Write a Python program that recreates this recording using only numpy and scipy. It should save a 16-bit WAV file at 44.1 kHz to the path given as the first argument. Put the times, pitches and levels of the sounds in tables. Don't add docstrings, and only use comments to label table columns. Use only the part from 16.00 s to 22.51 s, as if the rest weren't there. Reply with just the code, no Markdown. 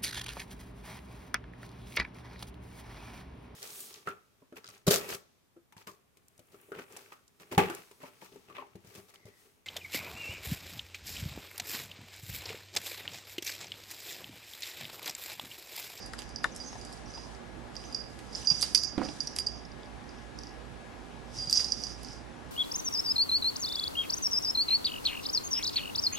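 import sys
import numpy as np
from scipy import signal
from scipy.fft import rfft, irfft, next_fast_len
from scipy.io import wavfile
from scipy.ndimage import uniform_filter1d

SR = 44100
rng = np.random.default_rng(int(sys.argv[2]) if len(sys.argv) > 2 else 0)


def master(y):
    cut = np.clip(np.atleast_2d(y).T, -1, 1)
    pcm = np.round(cut * 32767)
    wavfile.write(sys.argv[1], SR, pcm.astype(np.int16))


def volts_from_db(level):
    exponent = np.asarray(level, float) / 20
    return 10 ** exponent


N = 287046

# f/Hz, width/Hz, level/dB
MAIN_TONE = [(4832, 30, 0), (4890, 70, -15), (4750, 80, -18)]
# f/Hz, width/Hz, level/dB
SHELL_MODES = [(4845, 170, -5), (5150, 220, -8), (5500, 250, -9), (5940, 200, -11), (6350, 300, -23)]
# t/s, clack/dB, ring/dB, bright tick/dB, ring t60/s
FREE_BLOWS = [(0.19, -41, -41, -41.5, 0.1), (0.6005, -64, -36.5, -62, 0.23), (1.1383, -34, -57, -68, 0.41),
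              (1.947, -21, -23, -49, 0.046), (2.0388, -39, -43, -74, 0.039), (2.4463, -39, -40, -56, 0.097),
              (2.4717, -15, -18, -61, 0.18), (2.5012, -14, -15.5, -68, 0.15),
              (2.612, -27, -42, -31.5, 0.19), (2.6259, -11.5, -24, -31, 0.28),
              (2.7483, -1, -19, -25.5, 0.13), (2.7781, -13, -25, -39, 0.14),
              (2.835, -17, -27.5, -38.5, 0.33), (3.2044, -17, -26.5, -54, 0.1),
              (3.3866, -15.5, -28.5, -31.5, 0.32), (3.4685, -18, -20.5, -46, 0.15),
              (5.3852, -34, -32, -55, 0.52), (5.4234, -32, -32.5, -60, 0.27), (5.472, -45, -30, -71, 0.07),
              (5.497, -14, -30, -41, 0.1), (5.5274, -4.5, -25, -33.5, 0.48), (5.5732, -13, -19.5, -49, 0.8),
              (5.685, -24, -47, -60, 0.072), (5.7204, -11.5, -20, -42.5, 0.036)]
# t/s, ring/dB, t60/s
SOFT_BLOWS = [(0.184, -43, .3), (0.4352, -41, .04), (2.758, -19, .04), (2.7745, -22, .04),
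              (2.7877, -28, 0.045), (5.538, -24, 0.069), (5.594, -29, .05), (0.371, -45, .05),
              (0.385, -42, 0.065), (0.637, -48, .3), (0.661, -52, .3), (1.962, -36.5, 0.87),
              (2.003, -41.5, .8), (2.874, -36.5, 0.22), (2.964, -48, 0.18), (3.0502, -43, 0.13),
              (3.4647, -31, .2), (3.484, -43, .3), (5.562, -25, .5), (5.6032, -25.5, 0.11),
              (5.6451, -29, 0.078), (5.7395, -37, 0.036), (5.8013, -40, 0.072), (5.845, -38, 0.26),
              (5.868, -38, 0.1)]
GRAB_S = 0.002


def evened(x):
    return x / np.sqrt(np.mean(x ** 2) + 1e-20)


def read(points, hz):
    f, value = np.transpose(points)
    return np.interp(np.log(hz + 1), np.log(f + 1), value)


def add(mix, s, sound, pan_db):
    left = volts_from_db(pan_db)
    gains = [2 * left / (1 + left), 2 / (1 + left)]
    part = mix[:, round(s * SR):][:, :len(sound)]
    part += np.outer(gains, sound)[:, :part.shape[1]]


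def resonate(x, hz, width):
    turn = np.exp(2j * np.pi * np.cumsum(hz * np.ones(len(x))) / SR)
    r = np.exp(-np.pi * width / SR)
    return 2 * (turn * signal.lfilter([1 - r], [1, -r], x / turn)).real


def ring(hz, t60, rise_s, turn=np.zeros(1)):
    t = np.arange(int(SR * min(t60, 0.4))) / SR
    sine = np.sin(2 * np.pi * (hz * t + turn[:len(t)]))
    return sine * volts_from_db(-60 * t / t60) * (1 - np.exp(-t / rise_s))


def colour(x, points):
    size = next_fast_len(len(x))
    gain = volts_from_db(read(points, np.fft.rfftfreq(size, 1 / SR)))
    return irfft(rfft(x, size) * gain, size)[:len(x)]


def grains(per_s, spread_db):
    size = volts_from_db(spread_db * np.minimum(rng.exponential(1, N), 4))
    return size * rng.choice([-1., 1.], N) * (rng.random(N) < per_s / SR)


def snap(noise, decay_s):
    t = np.arange(len(noise)) / SR
    burst = noise * (np.exp(-t / decay_s) + 0.09 * np.exp(-t / 0.03))
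    return burst / abs(burst).max()


def swells(s, hold, db, rise, fall):
    t = np.arange(0, N, 64) / SR
    power = np.zeros(len(t))
    for start, held, top_db in zip(s, hold, db):
        drop_db = rise * np.maximum(start - t, 0) + fall * np.maximum(t - start - held, 0)
        power += volts_from_db(2 * (top_db - drop_db))
    return np.interp(np.arange(N) / SR, t, np.sqrt(power))


def bell_strikes():
    touch = rng.standard_normal(N + SR)
    touch = evened(uniform_filter1d(uniform_filter1d(touch, 260), 260))
    touch_db = 1.5 * np.tanh(touch) - 0.5
    bell, ticks = pellet_strikes(touch_db)
    return through_slit(bell + rim_strikes(touch_db)) + ticks + top_tone(touch_db)


def pellet_strikes(touch_db):
    # f/Hz, level/dB
    tick_spectrum = [(2000, -30), (4000, -5), (6500, -5), (7500, 0.5), (9500, -3.5), (11200, -2),
                     (13000, -33)]
    # t/s, left-right/dB
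    collar = [
        (0.0, -8.5),
        (1.4, -10),
        (2.3, -11),
        (3.05, -12.5),
        (3.3, -9),
        (3.7, -6),
        (5.38, -3.5),
        (5.53, -5),
        (5.6, -11),
    ]
    upper_lift_db, uneven_db, uneven_pitch = -3, 8, 0.15
    bell, ticks = np.zeros((2, 2, N))
    blows = pellet_blows()
    chance = rng.random((len(blows), 10))
    noises = rng.standard_normal((len(blows), 1024))
    lost_db = losses()
    leaned = np.cumsum(lean_hz()) / SR
    for (s, clack_db, ring_db, tick_db, t60), c, noise in zip(blows, chance, noises):
        pan_db = np.interp(s, *np.transpose(collar))
        start = round(s * SR)
        for (hz, width, db), u, v in zip(SHELL_MODES, c, c[5:]):
            upper = hz > SHELL_MODES[0][0]
            db = db + upper * (upper_lift_db + uneven_db * (v - 0.5))
            mode_hz = hz * (1 + (0.012 + upper * uneven_pitch) * (u - 0.5))
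            clack = volts_from_db(clack_db + db) * ring(mode_hz, 2.2 / width, 0.0005)
            add(bell, s, clack, pan_db)
            bounce_s = 0.0048 + 0.002 * c[9]
            add(bell, s + bounce_s, volts_from_db(-8 - 5 * upper) * clack, pan_db)
        add(bell, s, volts_from_db(clack_db - 5) * ring(5140, 0.0068, 0.00029), pan_db)
        for hz, width, db in MAIN_TONE:
            tone = ring(hz, t60 * MAIN_TONE[0][1] / width, 0.001, leaned[start:] - leaned[start])
            tone = grabbed(fluttered(tone, touch_db[start:]), lost_db[start:])
            add(bell, s, volts_from_db(ring_db + db + 1) * tone, pan_db)
        bright = colour(np.roll(snap(noise, 0.0005), 64), tick_spectrum)
        add(ticks, s - 64 / SR, volts_from_db(tick_db + 9.5) * evened(bright) / 7, pan_db + 7.5)
    return bell, ticks


def pellet_blows():
    # t/s, clack/dB, bright tick/dB
    choked_blows = [(0.0616, -36, -48.5), (0.1347, -33, -45), (0.292, -41, -53), (0.3603, -19.5, -58),
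                    (0.443, -32, -41), (0.5506, -51, -51), (0.563, -54, -40), (0.7811, -54, -62),
                    (0.85, -33.5, -47.5), (0.927, -42, -49), (1.7659, -22.5, -68), (2.1884, -44, -63),
                    (2.3502, -20.5, -66), (2.619, -12.5, -34.5), (5.511, -45, -33.5), (3.05, -29, -59),
                    (3.2723, -16.5, -49.5), (3.363, -22, -34.5), (4.388, -28, -57), (4.4345, -29, -63),
                    (4.47, -33.5, -65), (5.6448, -14, -54), (5.837, -16, -50), (5.868, -29, -66),
                    (6.033, -36, -48), (6.047, -26.5, -62), (6.0861, -32, -64)]
    # t/s, ring/dB
    glances = [
        (0.8127, -47),
        (1.754, -49),
        (1.9256, -43),
        (2.3303, -46),
        (2.5914, -55),
        (3.162, -57),
        (5.36, -49),
        (5.819, -46),
    ]
    # t/s, clack/dB
    dull_taps = [(0.0275, -33), (0.9752, -39), (1.058, -47), (1.101, -48), (1.3494, -37.5), (1.847, -41),
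                 (3.035, -31), (3.5453, -40), (4.108, -41), (4.185, -46), (4.492, -40), (4.04, -47),
                 (5.6425, -25), (3.6507, -39), (3.7174, -38), (3.8324, -41), (3.8581, -42), (4.092, -35.5),
                 (4.4119, -40), (5.3183, -51), (5.3413, -48), (5.8023, -33)]
    usual_t60 = 0.14
    blows = list(FREE_BLOWS)
    blows += [(s, db, db - 30, tick_db, usual_t60) for s, db, tick_db in choked_blows]
    blows += [(s, db + 9.5, db, db - 12, usual_t60) for s, db in glances]
    blows += [(s, db, db - 33, db - 37, usual_t60) for s, db in dull_taps]
    blows += [(s, db + 7.5, db, db - 26, t60) for s, db, t60 in SOFT_BLOWS]
    return blows


def losses():
    # t/s, loss/dB
    shell_grabs = [(0.197, 5), (0.628, 10), (0.654, 12), (0.69, 8), (1.94, 12), (1.994, 18), (2.021, 21),
                   (2.484, 2), (2.497, 7), (2.5085, 4), (2.648, 4), (2.68, 8), (2.71, 8), (2.531, 15),
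                   (2.753, 9), (2.762, 10), (2.858, 18), (2.868, 25), (3.212, 6), (3.222, 3), (3.282, 13),
                   (3.422, 9), (3.441, 23), (3.478, 19), (3.502, 11), (5.412, 4), (5.461, 1), (5.506, 8),
                   (5.584, 13), (5.624, 14), (5.732, 14), (5.795, 10)]
    restrike_db = 9
    restrikes = [(row[0] - GRAB_S, restrike_db) for row in FREE_BLOWS + SOFT_BLOWS]
    steps = np.zeros(N + SR)
    for s, db in shell_grabs + restrikes:
        steps[round(s * SR)] += db
    return uniform_filter1d(np.cumsum(steps), size=round(GRAB_S * SR))


def grabbed(tone, lost_db):
    return tone * volts_from_db(lost_db[0] - lost_db[:len(tone)])


def fluttered(tone, touch_db):
    begun = 1 - np.exp(-np.arange(len(tone)) / (0.012 * SR))
    return tone * volts_from_db(touch_db[:len(tone)] * begun)


def lean_hz():
    # t/s, shift/Hz
    wall_leans = [(0, 20), (0.355, 50), (0.59, 8), (0.84, 20), (1.7, 42), (1.93, 28), (1.985, 10),
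                  (2.34, 60), (2.435, 0), (2.61, -45), (2.74, 5), (2.795, 45), (2.83, 8), (3.04, 28),
                  (3.19, -5), (3.24, 40), (3.38, 2), (4.0, 30), (5.36, -10), (5.415, -3), (5.52, -20),
                  (5.568, 30), (5.575, 75), (5.598, -22), (5.635, 40), (5.655, 5), (5.67, 50), (5.79, -5),
                  (5.85, 25), (6.0, 45)]
    s, hz = np.transpose(wall_leans)
    latest = np.searchsorted(s, np.arange(N + SR) / SR, side="right") - 1
    return uniform_filter1d(hz[latest], size=130)


def rim_strikes(touch_db):
    rim_hz = [4915, 5380, 5640, 6010, 6430]
    # t/s, level/dB, t60/s
    rim_rows = [
        [(1.142, -37, 0.27), (2.349, -41, 0.053), (2.41, -48, 0.05)],
        [(0.562, -46, 0.08), (0.93, -39, 0.036), (3.651, -37, 0.032)],
        [(1.058, -42, 0.04), (2.535, -37.5, 0.12), (3.272, -25, 0.034), (5.72, -8, 0.014)],
        [(0.52, -45, 0.093), (0.59, -41, 0.072), (0.66, -38, 0.11), (0.7, -54, 0.067), (0.782, -42, 0.06),
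         (1.1013, -36, 0.029), (1.146, -42, 0.13), (1.846, -41.5, 0.18), (1.958, -50, 0.08),
         (2.411, -33.5, 0.035), (2.4555, -27, 0.046), (2.5646, -29, 0.038), (2.594, -27.5, 0.064),
         (2.752, -35, 0.084), (5.5734, -21, 0.063), (5.84, -35, 0.089)],
        [(0.515, -47, 0.063), (0.6444, -40, 0.082), (0.668, -39, 0.23), (0.78, -50, 0.05), (1.853, -47, 0.11),
         (2.8794, -37, 0.065)],
    ]
    flutter = 4.2
    out = np.zeros((2, N))
    for hz, rows in zip(rim_hz, rim_rows):
        for s, db, t60 in rows:
            tone = fluttered(ring(hz, t60, 0.0033), flutter * touch_db[round(s * SR):])
            add(out, s, volts_from_db(db) * tone, -6)
    return out


def top_tone(touch_db):
    # t/s, level/dB, t60/s
    top_rows = [
        (1.946, -56, 0.04),
        (2.5017, -56, 0.05),
        (2.611, -50, 0.06),
        (5.4964, -40, 0.15),
        (5.5235, -38, 0.1),
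    ]
    out = np.zeros((2, N))
    for s, db, t60 in top_rows:
        tone = fluttered(ring(11860, t60, 0.004), 5 * touch_db[round(s * SR):])
        for pan_db, late_s in ((30, 0), (-30, 1 / SR)):
            add(out, s + late_s, volts_from_db(db - 4) * tone, pan_db)
    return out


def through_slit(x):
    # low/Hz, high/Hz
    slit_hz = (4480, 7200)
    return signal.sosfilt(signal.butter(N=3, Wn=slit_hz, btype="band", fs=SR, output="sos"), x)


def pellet_rolling():
    # t/s, hold/s, rattle/dB, rolling ring/dB
    jolt_rows = [(0.0, 0.04, -55, -49), (0.194, 0.29, -63, -61.5), (0.568, 0.16, -53, -84),
                 (0.813, 0.12, -75, -57), (1.09, 0.15, -57.5, -62), (1.777, 0.21, -61, -57.5),
                 (1.956, 0.054, -63, -53), (2.342, 0.038, -50, -50.5), (2.496, 0.006, -35.5, -56),
                 (2.573, 0.1, -47.5, -59), (2.816, 0.033, -39, -59), (3.047, 0.05, -50, -50),
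                 (3.218, 0.36, -55.5, -81), (4.1, 0.1, -66, -71), (4.39, 0.11, -64, -81),
                 (5.373, 0.04, -46, -52), (5.518, 0.02, -53, -42), (5.553, 0.02, -30.5, -44),
                 (5.643, 0.039, -43, -41), (5.72, 0.21, -50.5, -50.5), (6.06, 0.082, -54.5, -52.5)]
    rise_db_s, fall_db_s = 310, 214
    s, hold, rattle_db, roll_db = np.transpose(jolt_rows)
    rolls, chatter = grains(800, 1.8), grains(1100, 3.0)
    shift_hz = lean_hz()[:N]
    tone, rattle = np.zeros((2, N))
    for hz, width, db in MAIN_TONE:
        tone += volts_from_db(db) * resonate(rolls, hz + shift_hz, width) * np.sqrt(30 / width)
    for hz, width, db in SHELL_MODES[1:]:
        rattle += volts_from_db(db) * resonate(chatter, hz, width)
    rattle = through_slit(resonate(rattle, 5500, 1300))
    out = np.zeros((2, N))
    add(out, 0, swells(s, hold, roll_db, rise_db_s, fall_db_s) * evened(through_slit(tone)), -8)
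    add(out, 0, swells(s, hold, rattle_db, rise_db_s, fall_db_s) * evened(rattle), -5)
    return out


def fur_dragging():
    # f/Hz, level/dB
    rustle_spectrum = [(1200, -4.5), (2500, -1), (4000, 5), (6500, 4), (9500, 0), (11200, -5.5),
                       (13000, -26)]
    # t/s, hold/s, level/dB
    drag_rows = [(0.0, 0.22, -62.5), (0.556, 0.44, -59.5), (1.095, 0.25, -62.5), (1.767, 0.2, -62),
                 (2.102, 0.21, -64.5), (2.362, 0.056, -50.5), (2.503, 0.037, -49), (2.611, 0.048, -44.5),
                 (3.03, 0.24, -56), (4.36, .05, -70), (5.352, 0.2, -53.5), (5.552, 0.053, -42.5),
                 (5.696, 0.2, -55.5), (5.994, 0.15, -60.5)]
    rise_db_s, fall_db_s = 310, 140
    rustle = np.array([evened(colour(grains(4600, 3.4), rustle_spectrum)) for port in range(2)])
    return swells(*np.transpose(drag_rows), rise_db_s, fall_db_s) * rustle * volts_from_db([[1.0], [3.0]])


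def knocks():
    # t/s, level/dB, body f/Hz, t60/s, snap/dB
    knock_rows = [(0.135, -27, 1795, 0.014, -52), (0.4427, -9.5, 1700, 0.016, -43),
                  (0.4545, -22.5, 1040, 0.016, -60), (0.729, -30, 915, 0.014, -58),
                  (0.754, -35.5, 853, 0.038, -60), (1.175, -33.5, 885, 0.029, -51.5),
                  (2.512, -28.5, 1000, 0.014, -47), (2.748, -36.5, 2421, 0.054, -35),
                  (2.979, -37, 750, 0.0088, -47), (3.0164, -14, 776, 0.0039, -57),
                  (3.087, -34.5, 780, 0.033, -45.5)]
    modes = [(1.042, -1.5, 1.33), (0.854, -3.0, 1.28), (0.664, -3.0, 0.5),
             (1.176, -15.5, 1.6), (0.767, -11.5, 2.0), (2.12, -7.5, 0.52)]
    roll_over_s, before_db, after_db = 2.0, 9, -15
    out = np.zeros((2, N))
    n = np.arange(1024)
    thud_shape = np.exp(-n / 180) * np.minimum(n / 90, 1)
    noises = rng.standard_normal((len(knock_rows), 1024))
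    for (s, db, hz, t60, snap_db), noise in zip(knock_rows, noises):
        pan_db = before_db if s < roll_over_s else after_db
        for ratio, mode_db, last in modes:
            add(out, s, volts_from_db(db + mode_db) * ring(hz * ratio, max(t60, 0.005) * last, 0.0016), pan_db)
        thud = resonate(resonate(noise, 0.66 * hz, 830), 0.66 * hz, 830)
        add(out, s, volts_from_db(db - 11.5) * evened(thud) * thud_shape, pan_db)
        crack = resonate(resonate(noise, 2870, 2300), 2870, 2300)
        add(out, s, volts_from_db(snap_db + 13) * snap(crack, 0.0018), pan_db)
    return out


def claws():
    # t/s, level/dB
    claw_rows = [
        (0.19, -49),
        (0.22, -50.5),
        (1.755, -56),
        (2.191, -57.5),
        (1.84, -62),
        (5.6, -49.5),
        (2.63, -40.5),
        (3.365, -52),
        (3.387, -47.5),
    ]
    out = np.zeros((2, N))
    for (s, db), noise in zip(claw_rows, rng.standard_normal((len(claw_rows), 1024))):
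        add(out, s, volts_from_db(db + 22.5) * snap(resonate(noise, 2860, 2800), 0.00042), -10)
    return out


def nicks():
    # t/s, f/Hz, level/dB
    nick_rows = [(0.442, 4100, -30), (2.5935, 7500, -39), (2.5935, 9500, -42), (5.597, 2800, -42),
                 (1.86, 6700, -49), (3.0, 2320, -48), (3.022, 2210, -40), (0.4428, 5900, -35),
                 (0.441, 7160, -32), (0.4431, 1140, -16.5), (1.946, 5530, -24), (2.3553, 5200, -21),
                 (2.519, 5600, -26), (4.3892, 5560, -35), (4.435, 5460, -43), (4.471, 5440, -44),
                 (1.768, 5400, -39), (5.379, 9050, -48), (5.424, 9000, -47), (5.5, 5850, -35),
                 (5.595, 5850, -27), (5.7235, 5650, -25), (6.109, 5302, -39), (6.135, 5300, -42),
                 (0.4545, 1550, -34), (0.798, 9800, -51), (2.33, 9000, -54), (2.363, 7200, -33),
                 (2.427, 2850, -40), (2.45, 3000, -39), (2.451, 8900, -43), (2.5225, 2640, -36.5),
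                 (2.612, 9300, -23), (2.621, 8900, -25), (2.638, 9160, -27), (2.756, 5940, -13.5),
                 (2.755, 9500, -25.5), (2.846, 6030, -26), (2.98, 2470, -40), (2.98, 1420, -34),
                 (3.016, 1430, -29), (3.028, 1400, -34), (3.0875, 3280, -37), (3.204, 7300, -47),
                 (3.211, 5750, -27), (3.234, 10000, -40), (3.277, 5700, -27), (3.469, 8800, -38),
                 (3.833, 3580, -44), (3.037, 1300, -40), (3.051, 1490, -45), (2.989, 1920, -44),
                 (5.546, 6140, -28), (5.5575, 6000, -30), (5.583, 5970, -26), (5.803, 6000, -36),
                 (5.641, 9700, -41), (2.7465, 5400, -34), (5.7325, 5670, -36), (5.732, 8000, -50),
                 (5.8185, 5630, -35), (5.829, 5660, -31), (5.833, 5600, -35), (5.842, 5860, -30)]
    out = np.zeros((2, N))
    for s, hz, db in nick_rows:
        add(out, s, volts_from_db(db) * ring(hz, 0.011, 0.00016), -3)
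    return out


def thumps():
    # t/s, level/dB, f/Hz, t60/s, upper body/dB
    thump_rows = [(1.568, -44, 319, 0.11, -55), (2.514, -32.5, 155, 0.13, -61), (2.975, -40, 278, .05, -51),
                  (2.9786, -20.5, 299, 0.062, -26), (3.008, -27, 295, 0.088, -40),
                  (2.971, -44, 50, 0.38, -70), (2.9925, -27.5, 285, 0.13, -32),
                  (3.028, -34, 291, 0.041, -29), (3.052, -40.5, 241, 0.18, -31),
                  (5.38, -36, 149, 0.027, -57), (5.474, -38, 158, 0.067, -50)]
    out = np.zeros((2, N))
    t = np.arange(3000) / SR
    for (s, db, hz, t60, upper_db), noise in zip(thump_rows, rng.standard_normal((len(thump_rows), 3000))):
        add(out, s, volts_from_db(db) * ring(hz, t60, 0.00071), -12)
        add(out, s, volts_from_db(db - 5) * ring(0.82 * hz, 0.056, 0.0014), -14)
        for upper_hz, lift_db in ((530, -1.6), (740, -2.0)):
            add(out, s, volts_from_db(upper_db + lift_db) * ring(upper_hz, 0.06, 0.004), -6)
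        scuff = evened(resonate(resonate(noise, 670, 2600), 755, 2700)) * np.exp(-t / 0.022)
        add(out, s, volts_from_db(upper_db - 12.5) * scuff, -5)
    return out


def room(x):
    # f/Hz, t60/s
    room_t60 = [(200, 0.67), (1000, 0.019), (2300, 0.14), (4200, 0.24), (5000, 0.51), (11000, 0.26)]
    taps = np.zeros((2, SR // 2))
    at = np.arange(200, SR // 2 - 20, 20) + rng.integers(0, 20, (2, (SR // 2 - 201) // 20))
    np.put_along_axis(taps, at, rng.choice([-1., 1.], at.shape), 1)
    hz, t, z = signal.stft(taps, SR, nperseg=256)
    decay = volts_from_db(-60 * t / read(room_t60, hz)[:, None])
    tail = signal.istft(z * decay, SR, nperseg=256)[1]
    return signal.fftconvolve(x, tail / np.linalg.norm(tail[0]), axes=1)[:, :N]


def air():
    # f/Hz, density/dB per Hz
    air_spectrum = [(15, -72), (25, -36), (40, -14), (60, -2), (86, -18), (108, -8), (234, -8), (266, -8),
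                    (492, -12), (724, -15.5), (782, -14), (1150, -18), (1730, -21), (5650, -32.5),
                    (11600, -42), (15100, -55), (22000, -120)]
    # f/Hz, left-right/dB
    air_balance = [(60, -47), (110, -5), (200, -23), (360, -8), (650, -1), (1170, 2.5), (2120, 2),
                   (3840, -1.5), (6970, 1), (12600, -2)]
    # f/Hz, left-right correlation
    air_likeness = [(60, 0.46), (130, .3), (300, 0.091), (12000, 0.47)]
    air_db, patch_db = -46, 0.96
    frames, hz = N // 512 + 5, np.fft.rfftfreq(2048, 1 / SR)
    a, b, c, d, patches = rng.standard_normal((frames, 1025, 5)).T
    patches = evened(uniform_filter1d(uniform_filter1d(patches, 20, 0), 8, 1))
    same = read(air_likeness, hz)[:, None]
    left = volts_from_db(read(air_balance, hz))[:, None]
    right = a + 1j * b
    z = np.array([left * (same * right + np.sqrt(1 - same ** 2) * (c + 1j * d)), right])
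    z *= volts_from_db(read(air_spectrum, hz)[:, None] + patch_db * patches)
    z /= np.sqrt(1 + left ** 2 + 2 * same * left)
    x = signal.istft(z, nperseg=2048, noverlap=1536)[1][:, :N]
    return volts_from_db(air_db - 3.5) * x / np.sqrt(np.mean(x.mean(0) ** 2))


def machines():
    # f/Hz, width/Hz, level/dB, left-right/dB
    hum_bands = [(58.2, 7, -54.5, -25), (116.5, 25, -60.5, -33), (238, 16, -60, -8)]
    # f/Hz, left/dB, right/dB
    motor_tones = [(700, -63, -77), (769.5, -62.5, -66), (839.8, -63.5, -68), (1680, -59.5, -90)]
    out, t = np.zeros((2, N)), np.arange(N) / SR
    for hz, width, db, pan_db in hum_bands:
        drone = resonate(resonate(rng.standard_normal(N), hz, width), hz, width)
        drone /= (abs(uniform_filter1d(drone ** 2, size=6000)) + 1e-20) ** 0.3
        add(out, 0, volts_from_db(db) * evened(drone), pan_db)
    for hz, left_db, right_db in motor_tones:
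        level = np.sqrt(2) * volts_from_db([[left_db], [right_db]])
        out += level * wavered(hz * t + rng.random((2, 1)))
    return out


def wavered(turns):
    waver_db, waver_turns = 1.5, 0.07
    drift = uniform_filter1d(uniform_filter1d(rng.standard_normal((2, N)), size=2500), size=2500)
    a, b = (evened(row) for row in drift)
    return volts_from_db(waver_db * a - 1) * np.sin(2 * np.pi * (turns + waver_turns * b))


def thinned(x):
    # t/s, f/Hz
    treble_limit = [(0, 11800), (0.5, 11500), (1.4, 11600), (2.0, 11900), (2.55, 12000), (2.9, 11600),
                    (3.5, 11400), (4.1, 11550), (5.2, 11850), (5.55, 12050), (5.65, 11750), (6.5, 11550)]
    hz, t, z = signal.stft(x, SR, nperseg=2048, noverlap=1024)
    power = (abs(z[:, :1024]) ** 2).sum(0)
    bands_db = 10 * np.log10(power.reshape(128, 8, -1).sum(1) + 1e-20)
    centre = hz[4:1024:8, None]
    usual_db = np.percentile(bands_db, 25, axis=1)[:, None]
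    bell_db = bands_db[24:34].max(0)
    loud_db = np.maximum(bell_db - np.median(bands_db[24:34]) - 3, 0)
    lately_db = uniform_filter1d(bands_db, size=3, axis=1)
    margin_db = np.maximum(1.9 - 0.12 * uniform_filter1d(loud_db, size=5), 0.9)
    faint = (lately_db < uniform_filter1d(lately_db, size=7, axis=0) - margin_db) & (centre > 7100)
    faint |= (bands_db < bell_db - 53 + (centre - 7000) / 500) & (centre > 7000)
    beyond = centre > np.interp(t, *np.transpose(treble_limit))
    edge = (bands_db < usual_db[65] + 9) & beyond | (centre > 12100)
    z[:, :1024] *= np.repeat(~(faint | edge), 8, axis=0)
    kept = signal.istft(z, SR, nperseg=2048, noverlap=1024)[1][:, :N]
    high = signal.butter(N=6, Wn=11900, btype="high", fs=SR, output="sos")
    tips = signal.sosfiltfilt(high, x - kept)
    tip_power = uniform_filter1d((tips ** 2).sum(0), size=128)
    sudden = tip_power > 4 * uniform_filter1d(tip_power, size=1500) + 60 * np.median(tip_power)
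    return kept + 0.336 * tips * uniform_filter1d(1. * sudden, size=64)


def scene():
    bell = bell_strikes()
    bodies = knocks() + claws() + nicks() + thumps()
    wet = room(volts_from_db(-13) * bell + volts_from_db(-9) * bodies)
    return bell + bodies + pellet_rolling() + fur_dragging() + wet + air() + machines()


def top_cut(x):
    return signal.sosfilt(signal.butter(12, 13220, fs=SR, output="sos"), x)


def record(dry):
    edge = signal.firwin(255, 13000, window=("kaiser", 6), fs=SR)
    mix = thinned(signal.oaconvolve(dry, edge[None], "same"))
    return top_cut(mix)


dry = scene()
out = record(dry)
master(out)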